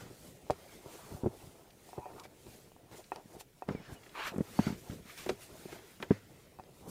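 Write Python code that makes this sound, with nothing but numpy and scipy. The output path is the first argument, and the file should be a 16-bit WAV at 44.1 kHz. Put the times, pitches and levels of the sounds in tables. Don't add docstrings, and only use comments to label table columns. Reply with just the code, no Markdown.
import sys
import numpy as np
from scipy import signal
from scipy.fft import rfft, irfft, next_fast_len
from scipy.io import wavfile
from scipy.ndimage import uniform_filter1d, map_coordinates

SR = 44100
rng = np.random.default_rng(int(sys.argv[2]) if len(sys.argv) > 2 else 0)


def wav_record(signal):
    frames = np.transpose(np.atleast_2d(signal))
    bounded = np.clip(frames, -1, 1)
    quanta = np.round(bounded * 32767).astype(np.int16)
    wavfile.write(sys.argv[1], SR, quanta)


N = 304279

# (peak time [s], rise [s], fall [s], hiss level [dB], drag level [dB])
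STROKES = [(.005, .05, 0.13, -60.5, -57), (.27, 0.21, 0.11, -59.5, -66.5), (.525, 0.078, 0.041, -75, -61),
           (.75, 0.36, 0.093, -61.5, -62), (.94, 0.13, 0.22, -57.5, -60.5), (1.14, .2, 0.11, -59, -69),
           (1.39, 0.12, 0.34, -62, -67), (1.9, 0.14, 0.15, -62.5, -66.5), (2.2, 0.24, 0.038, -64.5, -67),
           (2.255, 0.027, 0.017, -65, -58), (2.53, 0.19, 0.18, -61, -65), (2.925, .012, 0.046, -64, -59),
           (2.975, 0.049, 0.052, -57.5, -60), (3.06, 0.061, .1, -66, -78), (3.13, 0.017, 0.091, -71, -61.5),
           (3.35, .14, 0.047, -63.5, -67.5), (3.407, 0.016, 0.013, -51.5, -56),
           (3.59, 0.029, 0.049, -71, -85), (3.682, 0.0054, .03, -68, -62), (3.71, 0.024, 0.15, -71, -58.5),
           (3.87, 0.13, .12, -82, -59.5), (3.94, 0.049, 0.019, -57.5, -68), (4.05, 0.13, 0.17, -67, -65),
           (4.2, 0.083, .1, -60.5, -57), (4.275, 0.043, 0.028, -49.5, -42.5), (4.58, 0.25, .15, -57, -78),
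           (4.68, 0.17, 0.075, -57, -48), (4.79, 0.09, 0.15, -61, -74), (4.93, 0.14, 0.081, -58.5, -60),
           (5.1, 0.065, 0.16, -57.5, -54.5), (5.187, 0.018, 0.063, -52.5, -48.5),
           (5.235, .04, .04, -58, -55), (5.3, .1, 0.053, -57.5, -57), (5.43, 0.042, 0.043, -54.5, -58),
           (5.63, 0.3, 0.13, -59.5, -60.5), (5.73, 0.048, 0.072, -57.5, -53), (5.91, 0.23, 0.16, -63, -63),
           (6.03, 0.025, .02, -58.5, -59), (6.12, 0.054, 0.1, -67.5, -57.5),
           (6.4, 0.66, 0.29, -70.5, -67.5), (6.81, 0.14, .2, -66.5, -70), (6.895, 0.021, .05, -53, -79)]
# (peak time [s], rise [s], fall [s], murmur level [dB], weight level [dB])
MOVES = [(.06, .2, 0.098, -55.5, -54), (.25, 0.048, 0.098, -57, -59.5), (.524, .02, 0.036, -50.5, -55),
         (.863, 0.018, 0.13, -50.5, -68), (1.07, 0.23, 0.39, -60.5, -64), (1.12, 0.038, 0.055, -55, -49),
         (1.265, 0.061, 0.069, -56, -59), (1.32, .03, 0.044, -67, -56), (1.44, 0.089, 0.042, -55.5, -55),
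         (1.976, 0.064, 0.31, -58, -67), (2.21, 0.19, 0.08, -54.5, -55.5), (2.53, 0.15, 0.15, -60.5, -57),
         (2.84, 0.04, 0.095, -59, -61), (2.925, 0.014, 0.11, -51.5, -57.5), (3.13, 0.011, .05, -50.5, -56),
         (3.175, .04, .05, -52.5, -59), (3.35, 0.11, 0.082, -57.5, -60.5), (3.69, 0.017, .12, -51.5, -45.5),
         (3.896, 0.016, 0.12, -57.5, -54), (4.18, 0.035, .15, -52.5, -71), (4.32, 0.092, 0.089, -56, -62),
         (4.413, 0.028, 0.012, -65, -38.5), (4.47, 0.055, 0.085, -61, -54),
         (4.6, 0.051, 0.097, -52.5, -46.5), (4.72, 0.086, 0.069, -56, -45.5),
         (4.82, 0.056, 0.068, -67, -60), (4.94, 0.088, 0.064, -58, -48.5), (5.31, 0.058, 0.045, -52, -46.5),
         (5.5, 0.03, 0.44, -58.5, -61.5), (5.732, 0.024, 0.06, -52.5, -58), (6.02, 0.028, 0.11, -56, -63),
         (6.12, 0.013, 0.042, -50, -46), (6.895, 0.059, .1, -52, -47.5)]
FADE_DB, ROUNDNESS = 11.5, 1.12
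REST_HISS_DB, REST_DRAG_DB = -75, -74
# (time [s], level [dB])
RESTLESS_MURMUR = [(0, -73), (.6, -61), (1.5, -63), (1.8, -65.5), (2.8, -75), (3.5, -76.5), (3.85, -60.5),
                   (5.1, -65.5), (6.2, -70.5), (6.6, -64), (6.9, -70)]
# (time [s], level [dB])
RESTLESS_WEIGHT = [(0, -59), (.65, -61), (1, -63.5), (1.7, -63), (2.8, -65.5), (3.55, -68.5), (4.1, -63.5),
                   (5.1, -62), (5.8, -61), (6, -64), (6.9, -60)]
# (time [s], level [dB])
SCRAPING = [(4.14, -67), (4.152, -48.5), (4.2, -41), (4.275, -40.5), (4.325, -62)]
# (frequency [Hz], density [dB per Hz])
HISS_SPECTRUM = [(1470, -18), (2500, -6), (3620, -2.5), (4560, -3), (8460, -1), (13400, -6), (15100, -2.5),
                 (15800, -35.5)]
# (frequency [Hz], density [dB per Hz])
DRAG_SPECTRUM = [(530, -9.5), (900, -11), (1230, -6.5), (1410, -6), (2160, -4.5), (2480, -6), (2750, -8),
                 (4440, -12), (7000, -16.5), (9100, -37), (15400, -120)]
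# (frequency [Hz], density [dB per Hz])
SCRAPE_SPECTRUM = [(260, -40), (450, -21), (541, 0), (763, -1), (1030, 4), (1560, 3.5), (2120, -4),
                   (2270, 2), (2790, -2.5), (4220, -10), (7000, -28), (9100, -54), (15400, -120)]
# (frequency [Hz], density [dB per Hz])
MURMUR_SPECTRUM = [(190, -30.5), (330, -2), (572, -6), (690, -3), (746, -7.5), (934, -9), (1200, -18),
                   (1400, -17), (1820, -42), (3080, -120)]
# (frequency [Hz], density [dB per Hz])
WEIGHT_SPECTRUM = [(13, -45), (22, -10.5), (75, -0.5), (117, 2), (146, 2.5), (340, -4.5), (370, -2.5),
                   (481, -4), (600, -11), (780, -44), (1320, -120)]
# (time [s], ring peak [dB], favoured pitch [Hz], slap [dB], damping [factor])
THUMPS = [(.035, -44, 200, -18, 1.1), (.049, -47, 300, -18, 1.3), (.106, -46, 330, -18, 1.3),
          (1.116, -39, 99, -16, 1.1), (1.146, -39, 126, -12, 2.9), (1.2345, -24, 249, -27, 3.1),
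          (1.2425, -28.5, 326, -34, 1.4), (1.259, -20, 355, -24.5, 1), (1.268, -22.5, 335, -24, 1.3),
          (1.979, -28.5, 430, -34, 1.7), (3.256, -44, 150, -29, 1.4), (3.349, -43.5, 430, -25, 1.1),
          (3.366, -39, 410, -17, 3.7), (3.687, -26, 200, -4.5, 1.5), (3.708, -27, 243, -22, 2.5),
          (3.749, -25.5, 252, -19.5, 2.9), (3.915, -43, 413, -16, 1.7), (3.8, -44, 200, -18, 1.5),
          (3.926, -42, 200, -9, 1.3), (4.318, -42.5, 185, -10, 1.3), (4.339, -36, 353, -10, 1.2),
          (4.36, -31, 250, -11.5, 1.4), (4.382, -24, 240, -18, 2.1), (4.406, -20.5, 234, -22, 2.2),
          (4.511, -44.5, 225, -17, 2.1), (4.592, -13.5, 206, -21, 1.45), (4.667, -20, 190, -13.5, 0.94),
          (4.702, -26, 175, -18, 1.5), (4.725, -31.5, 200, -24, 1.6), (4.897, -35.5, 140, -6.5, 0.48),
          (4.922, -38.5, 100, -16, 0.87), (5.053, -46, 193, -21, 1), (5.262, -31, 366, -5, 0.72),
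          (5.292, -27.5, 388, 1, 0.41), (5.654, -35, 318, -34, 1.2), (5.726, -37.5, 404, -6, 1.2),
          (6.000, -39.5, 222, -5, 0.4), (6.027, -35, 383, 4, 1.1), (6.1065, -9.5, 202, -20.5, 1.06),
          (6.1095, -13.5, 370, -46, 2.5), (6.876, -37.5, 400, -15, 2.1)]
# (frequency [Hz], level [dB], t60 at damping 1 [s])
PLATFORM_MODES = [(104, -8.5, 0.22), (159.4, 4, 0.042), (205.3, 5.5, 0.048), (261, -1, 0.049),
                  (368.5, 4.5, 0.041), (449, 7, 0.012), (714, 17, 0.01), (1034, -36, 0.029)]
# (time [s], ring peak [dB], favoured pitch [Hz], slap [dB], damping [factor])
TAPS = [(.467, -48, 640, -17, 1.1), (.4995, -16.5, 600, -32, 0.47), (.506, -19, 570, -9, 2.1),
        (.525, -52, 690, -21, .9), (.86, -40.5, 550, -24, 0.53), (1.166, -41.5, 720, -19, 0.34),
        (1.89, -44, 740, -17, .74), (1.931, -36.5, 740, -27, .63), (1.984, -35, 690, -28, .31),
        (2.057, -33.5, 766, -32, 0.29), (2.134, -45, 890, -16, 1.1), (2.182, -40, 830, -18, 1.1),
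        (2.253, -38.5, 640, -21, 0.6), (2.467, -44, 437, -11, 1.1), (2.718, -47.5, 627, -23, 0.88),
        (2.764, -46, 725, -21, 1.1), (2.914, -46, 567, -1, 0.57), (3.119, -22.5, 850, -26, 0.91),
        (3.16, -36.5, 865, -2, 0.52), (3.198, -45, 760, -21, 0.84), (3.409, -41, 840, 3, 0.94),
        (3.622, -27.5, 740, -24, .85), (3.688, -30, 487, -10, 0.66), (4.59, -18.5, 785, -27, 1.3),
        (5.293, -24.5, 525, -21, 0.34), (6.026, -39, 490, 2, 0.68), (6.588, -39, 720, -20, 0.88),
        (6.597, -33.5, 794, -22, .84), (6.637, -51, 712, 0.5, .9)]
# (frequency [Hz], level [dB], t60 at damping 1 [s])
TRIM_MODES = [(402, 9.5, 0.04), (486, 3.5, 0.028), (590, 9.5, 0.014), (739, 4, 0.029), (861, 0.5, 0.024),
              (1386, -15.5, 0.12), (1860, 4, 0.03), (2570, 11.5, .035)]
# (time [s], peak level [dB])
ROCKS = [(0.502, -30.5), (.86, -44), (1.117, -41), (1.146, -36), (1.2344, -29), (1.258, -23.5),
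         (1.267, -26), (1.984, -37), (3.348, -47), (3.688, -39), (3.749, -38), (3.922, -37.5),
         (4.3835, -47), (4.4088, -40), (4.594, -40), (4.725, -53), (4.897, -31), (4.922, -44), (5.292, -51),
         (6.1065, -50), (6.593, -47), (6.878, -49)]
# (frequency [Hz], level [dB], t60 [s])
BODY_MODES = [(64.2, -4, 0.059), (78.4, 0, 0.06), (99.5, 3, 0.028), (125.4, -3.5, 0.079)]
# (time [s], level [dB], centre [Hz], length [s], half width to 1/e [octaves])
SCUFFS = [(0.504, -35.5, 3970, 0.016, 1.27), (1.704, -47, 2850, 0.009, 1.1),
          (2.197, -37.5, 3980, 0.0087, 1.2), (2.235, -42.5, 2720, 0.024, 1.7),
          (2.719, -49, 2570, 0.0042, 0.46), (3.041, -46, 2600, 0.011, 1.4), (3.159, -40, 4500, 0.0044, 1.5),
          (3.396, -44.5, 3000, 0.036, 1.7), (4.034, -42, 2250, 0.0069, 0.73),
          (4.063, -41, 1940, .011, 0.62), (4.092, -44, 2940, 0.0088, 0.99),
          (4.381, -37.5, 7150, 0.0036, 0.68), (4.909, -38.5, 3000, 0.0049, 0.88),
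          (5.176, -39, 5500, 0.018, 1.2), (5.261, -35, 2300, .008, 2.1), (5.29, -24.5, 2520, 0.016, 1.32),
          (6, -48, 1600, 0.011, 1.7), (6.026, -25.5, 2600, 0.0087, 0.71)]
# (start [s], end [s], from [Hz], to [Hz], peak level [dB])
SQUEAKS = [(3.738, 3.8, 2420, 2130, -56), (3.85, 3.9, 1800, 1700, -60), (3.953, 3.992, 2960, 2870, -61),
           (2.238, 2.27, 2250, 2330, -59)]
# (start [s], end [s], centre [Hz], width [Hz], level [dB])
WEAVE = [(4.55, 4.73, 4550, 250, -56), (4.55, 4.72, 6500, 440, -63), (4.6, 4.73, 1430, 280, -53),
         (3.7, 3.96, 5300, 220, -75), (3.82, 3.99, 1600, 390, -63.5), (1.93, 2.15, 910, 180, -55),
         (2.0, 2.12, 2470, 210, -68), (0.86, 1.24, 1170, 1000, -61.5), (5.5, 5.6, 630, 52, -61.5),
         (6.11, 6.2, 1840, 460, -64)]
# (frequency [Hz], t60 [s])
CABIN_DECAY = [(100, 0.087), (400, 0.025), (2000, 0.12), (10000, 0.18)]
# (frequency [Hz], density [dB per Hz])
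STEADY_SPECTRUM = [(13, -34), (22, -8), (82, -17), (248, -25.5), (467, -36.5), (1400, -40), (5550, -35.5),
                   (6550, -37), (8870, -32.5), (15800, -32)]
COMMON_HISS_DB, SIDE_NOISE_DB = -72.5, -90
# (frequency [Hz], level [dB])
APART = [(30, -43), (150, -48), (400, -63), (1000, -71)]
TOP_HZ = 15800


def bedding():
    hiss, drag = np.hypot(swells(STROKES), amp([[REST_HISS_DB], [REST_DRAG_DB]]))
    murmur, weight = np.hypot(swells(MOVES), [gain(RESTLESS_MURMUR), gain(RESTLESS_WEIGHT)])
    return (hiss * friction(HISS_SPECTRUM, patchy_db=1.15, streaky_db=2.0, flutter_db=0.27, rate=80, spiky_db=1.5)
            + drag * friction(DRAG_SPECTRUM, patchy_db=0.4, streaky_db=2.5, flutter_db=0.9, rate=66, spiky_db=0.3)
            + gain(SCRAPING) * friction(SCRAPE_SPECTRUM, patchy_db=2.0, streaky_db=1.5, flutter_db=0.5,
                                        rate=90, spiky_db=1.5)
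            + murmur * friction(MURMUR_SPECTRUM, patchy_db=3.3, streaky_db=0.35, flutter_db=2.5,
                                rate=45, spiky_db=1.5)
            + weight * friction(WEIGHT_SPECTRUM, patchy_db=1.36, streaky_db=0.4, flutter_db=2.33,
                                rate=25, spiky_db=0.2))


def friction(spectrum, patchy_db, streaky_db, flutter_db, rate, spiky_db):
    unevenness = uniform_filter1d(rng.standard_normal(N), size=16) * 4
    grains = rng.standard_normal(N) * amp(spiky_db * unevenness)
    cells = signal.stft(grains, nperseg=512)[2]
    field_db = patchy_db * patches(cells.shape, 6, 8) + streaky_db * patches(cells.shape, 2, 9)
    patchy = signal.istft(cells * amp(field_db), nperseg=512)[1][:N]
    knots = rng.standard_normal(1000)
    flutter = map_coordinates(knots, [np.arange(N) * rate / SR])
    coloured = filtered(patchy, lambda hz: amp(along(spectrum, hz)))
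    return unit(amp(flutter_db * flutter) * coloured)


def patches(shape, tall, long):
    smooth = uniform_filter1d(rng.standard_normal(shape), size=tall, axis=0)
    return unit(uniform_filter1d(smooth, size=long, axis=1))


def swells(rows):
    t = np.arange(0, N + SR // 10, SR // 1000) / SR
    power = 0
    for peak, rise, fall, *levels_db in rows:
        away = np.abs(t - peak) / np.where(t < peak, rise, fall)
        loss_db = FADE_DB * np.minimum(away, 9) ** ROUNDNESS
        power = power + amp(np.array(levels_db)[:, None] - loss_db) ** 2
    return np.array([np.interp(np.arange(N) / SR, t, np.sqrt(p)) for p in power])


def thumps():
    return blows(THUMPS, PLATFORM_MODES, attack=0.0021, focus_db=10.5, slap_hz=1050, slap_t60=0.054)


def taps():
    return blows(TAPS, TRIM_MODES, attack=0.00059, focus_db=18, slap_hz=3430, slap_t60=0.011)


def blows(events, modes, attack, focus_db, slap_hz, slap_t60):
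    track, t = np.zeros(N), np.arange(SR // 4) / SR
    for s, db, favoured_hz, slap_db, damping in events:
        ring = ringing(modes, lambda hz: -focus_db * np.abs(np.log2(hz / favoured_hz)), damping, attack)
        slap = unit(noise_band(len(t), slap_hz, octaves=1.09))
        slap_gain = np.tanh(t / attack) * amp(slap_db - 4.5 - 60 * t / slap_t60)
        add(track, s, amp(db) * (ring + slap * slap_gain))
    return track


def ringing(modes, extra_db, damping, attack):
    t = np.arange(SR // 4) / SR
    hz, level_db, t60 = np.transpose(modes)[:, :, None]
    chance_db = rng.normal(0, 1.5, hz.shape)
    db = level_db + extra_db(hz) + chance_db - 60 * t * damping / t60
    swell = 1 - np.exp(-(t / attack) ** 2)
    ring = np.sum(amp(db) * np.sin(2 * np.pi * hz * t), axis=0) * swell
    ring = filtered(ring, lambda f: 1j * f / (0.87 * hz[0] + 1j * f))
    return ring / np.max(np.abs(ring))


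def booms():
    track = np.zeros(N)
    for s, db in ROCKS:
        add(track, s, amp(db) * ringing(BODY_MODES, np.zeros_like, damping=1, attack=0.0022))
    return track


def scuffs():
    track = np.zeros(N)
    for s, db, hz, length, octaves in SCUFFS:
        t = np.arange(SR // 5) / SR / np.clip(length, .004, .08)
        swell = np.tanh(20.0 * t) * np.exp(-t ** 2 * 2)
        add(track, s, amp(db - 12.5) * unit(noise_band(len(t), hz, octaves)) * swell)
    return track


def squeaks():
    track = np.zeros(N)
    for start, end, from_hz, to_hz, db in SQUEAKS:
        n = round((end - start) * SR)
        wander_hz = uniform_filter1d(rng.standard_normal(n), size=100) * 120
        phase = 2 * np.pi * np.cumsum(np.linspace(from_hz, to_hz, n) + wander_hz) / SR
        add(track, start, amp(db) * np.sin(phase) * np.sqrt(np.hanning(n)))
    return track


def weave_song():
    track = np.zeros(N)
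    for start, end, hz, width_hz, db in WEAVE:
        n = round((end - start) * SR)
        band = filtered(rng.standard_normal(n), lambda f: 1 / (1 + (2 * (f - hz) / width_hz) ** 2))
        add(track, start, amp(db) * unit(band) * np.sqrt(np.hanning(n)))
    return track


def cabin(x):
    wet, step = np.zeros(N), 3 * SR // 10
    for start in range(0, N, step):
        hz, t, cells = signal.stft(rng.standard_normal(SR // 4), SR, nperseg=256)
        decay = amp(-60 * t / along(CABIN_DECAY, hz)[:, None])
        tail = signal.istft(cells * decay, SR, nperseg=256)[1]
        echo = signal.fftconvolve(x[start:start + step], tail / np.linalg.norm(tail))
        add(wet, start / SR + .004, echo)
    return wet


def amp(db):
    return 10 ** (np.asarray(db) / 20)


def unit(x):
    return x / np.sqrt(np.mean(x ** 2) + 1e-20)


def along(points, hz):
    f, v = np.transpose(points)
    return np.interp(np.log(hz + 1), np.log(f + 1), v)


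def gain(rows):
    s, db = np.transpose(rows)
    return amp(np.interp(np.arange(N) / SR, s, db, -120, -120))


def filtered(x, response):
    m = next_fast_len(x.shape[-1] + 8192)
    return irfft(rfft(x, m) * response(np.fft.rfftfreq(m, 1 / SR)), m)[..., :x.shape[-1]]


def noise_band(n, hz, octaves):
    return filtered(rng.standard_normal(n), lambda f: np.exp(-(np.log2((f + 1) / hz) / octaves) ** 2))


def add(track, s, sound):
    part = track[max(round(s * SR), 0):][:len(sound)]
    part += sound[:len(part)]


def scene():
    knocks = thumps() + taps() + booms() + scuffs() + squeaks() + weave_song()
    knocks = filtered(knocks, lambda hz: (1j * hz / (38 + 1j * hz)) ** 2)
    mono = bedding() + knocks + amp(-17) * cabin(knocks)
    return np.array([mono, mono])


def record(dry):
    common, faint = filtered(rng.standard_normal((2, N)), lambda hz: amp(along(STEADY_SPECTRUM, hz)))
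    mid = dry[0] + amp(COMMON_HISS_DB) * unit(common)
    bass_difference = filtered(mid, lambda hz: 1j * amp(along(APART, hz)))
    side = amp(SIDE_NOISE_DB) * unit(faint) + bass_difference
    return filtered(np.array([mid + side, mid - side]), lambda hz: hz < TOP_HZ)


dry = scene()
out = record(dry)
wav_record(out)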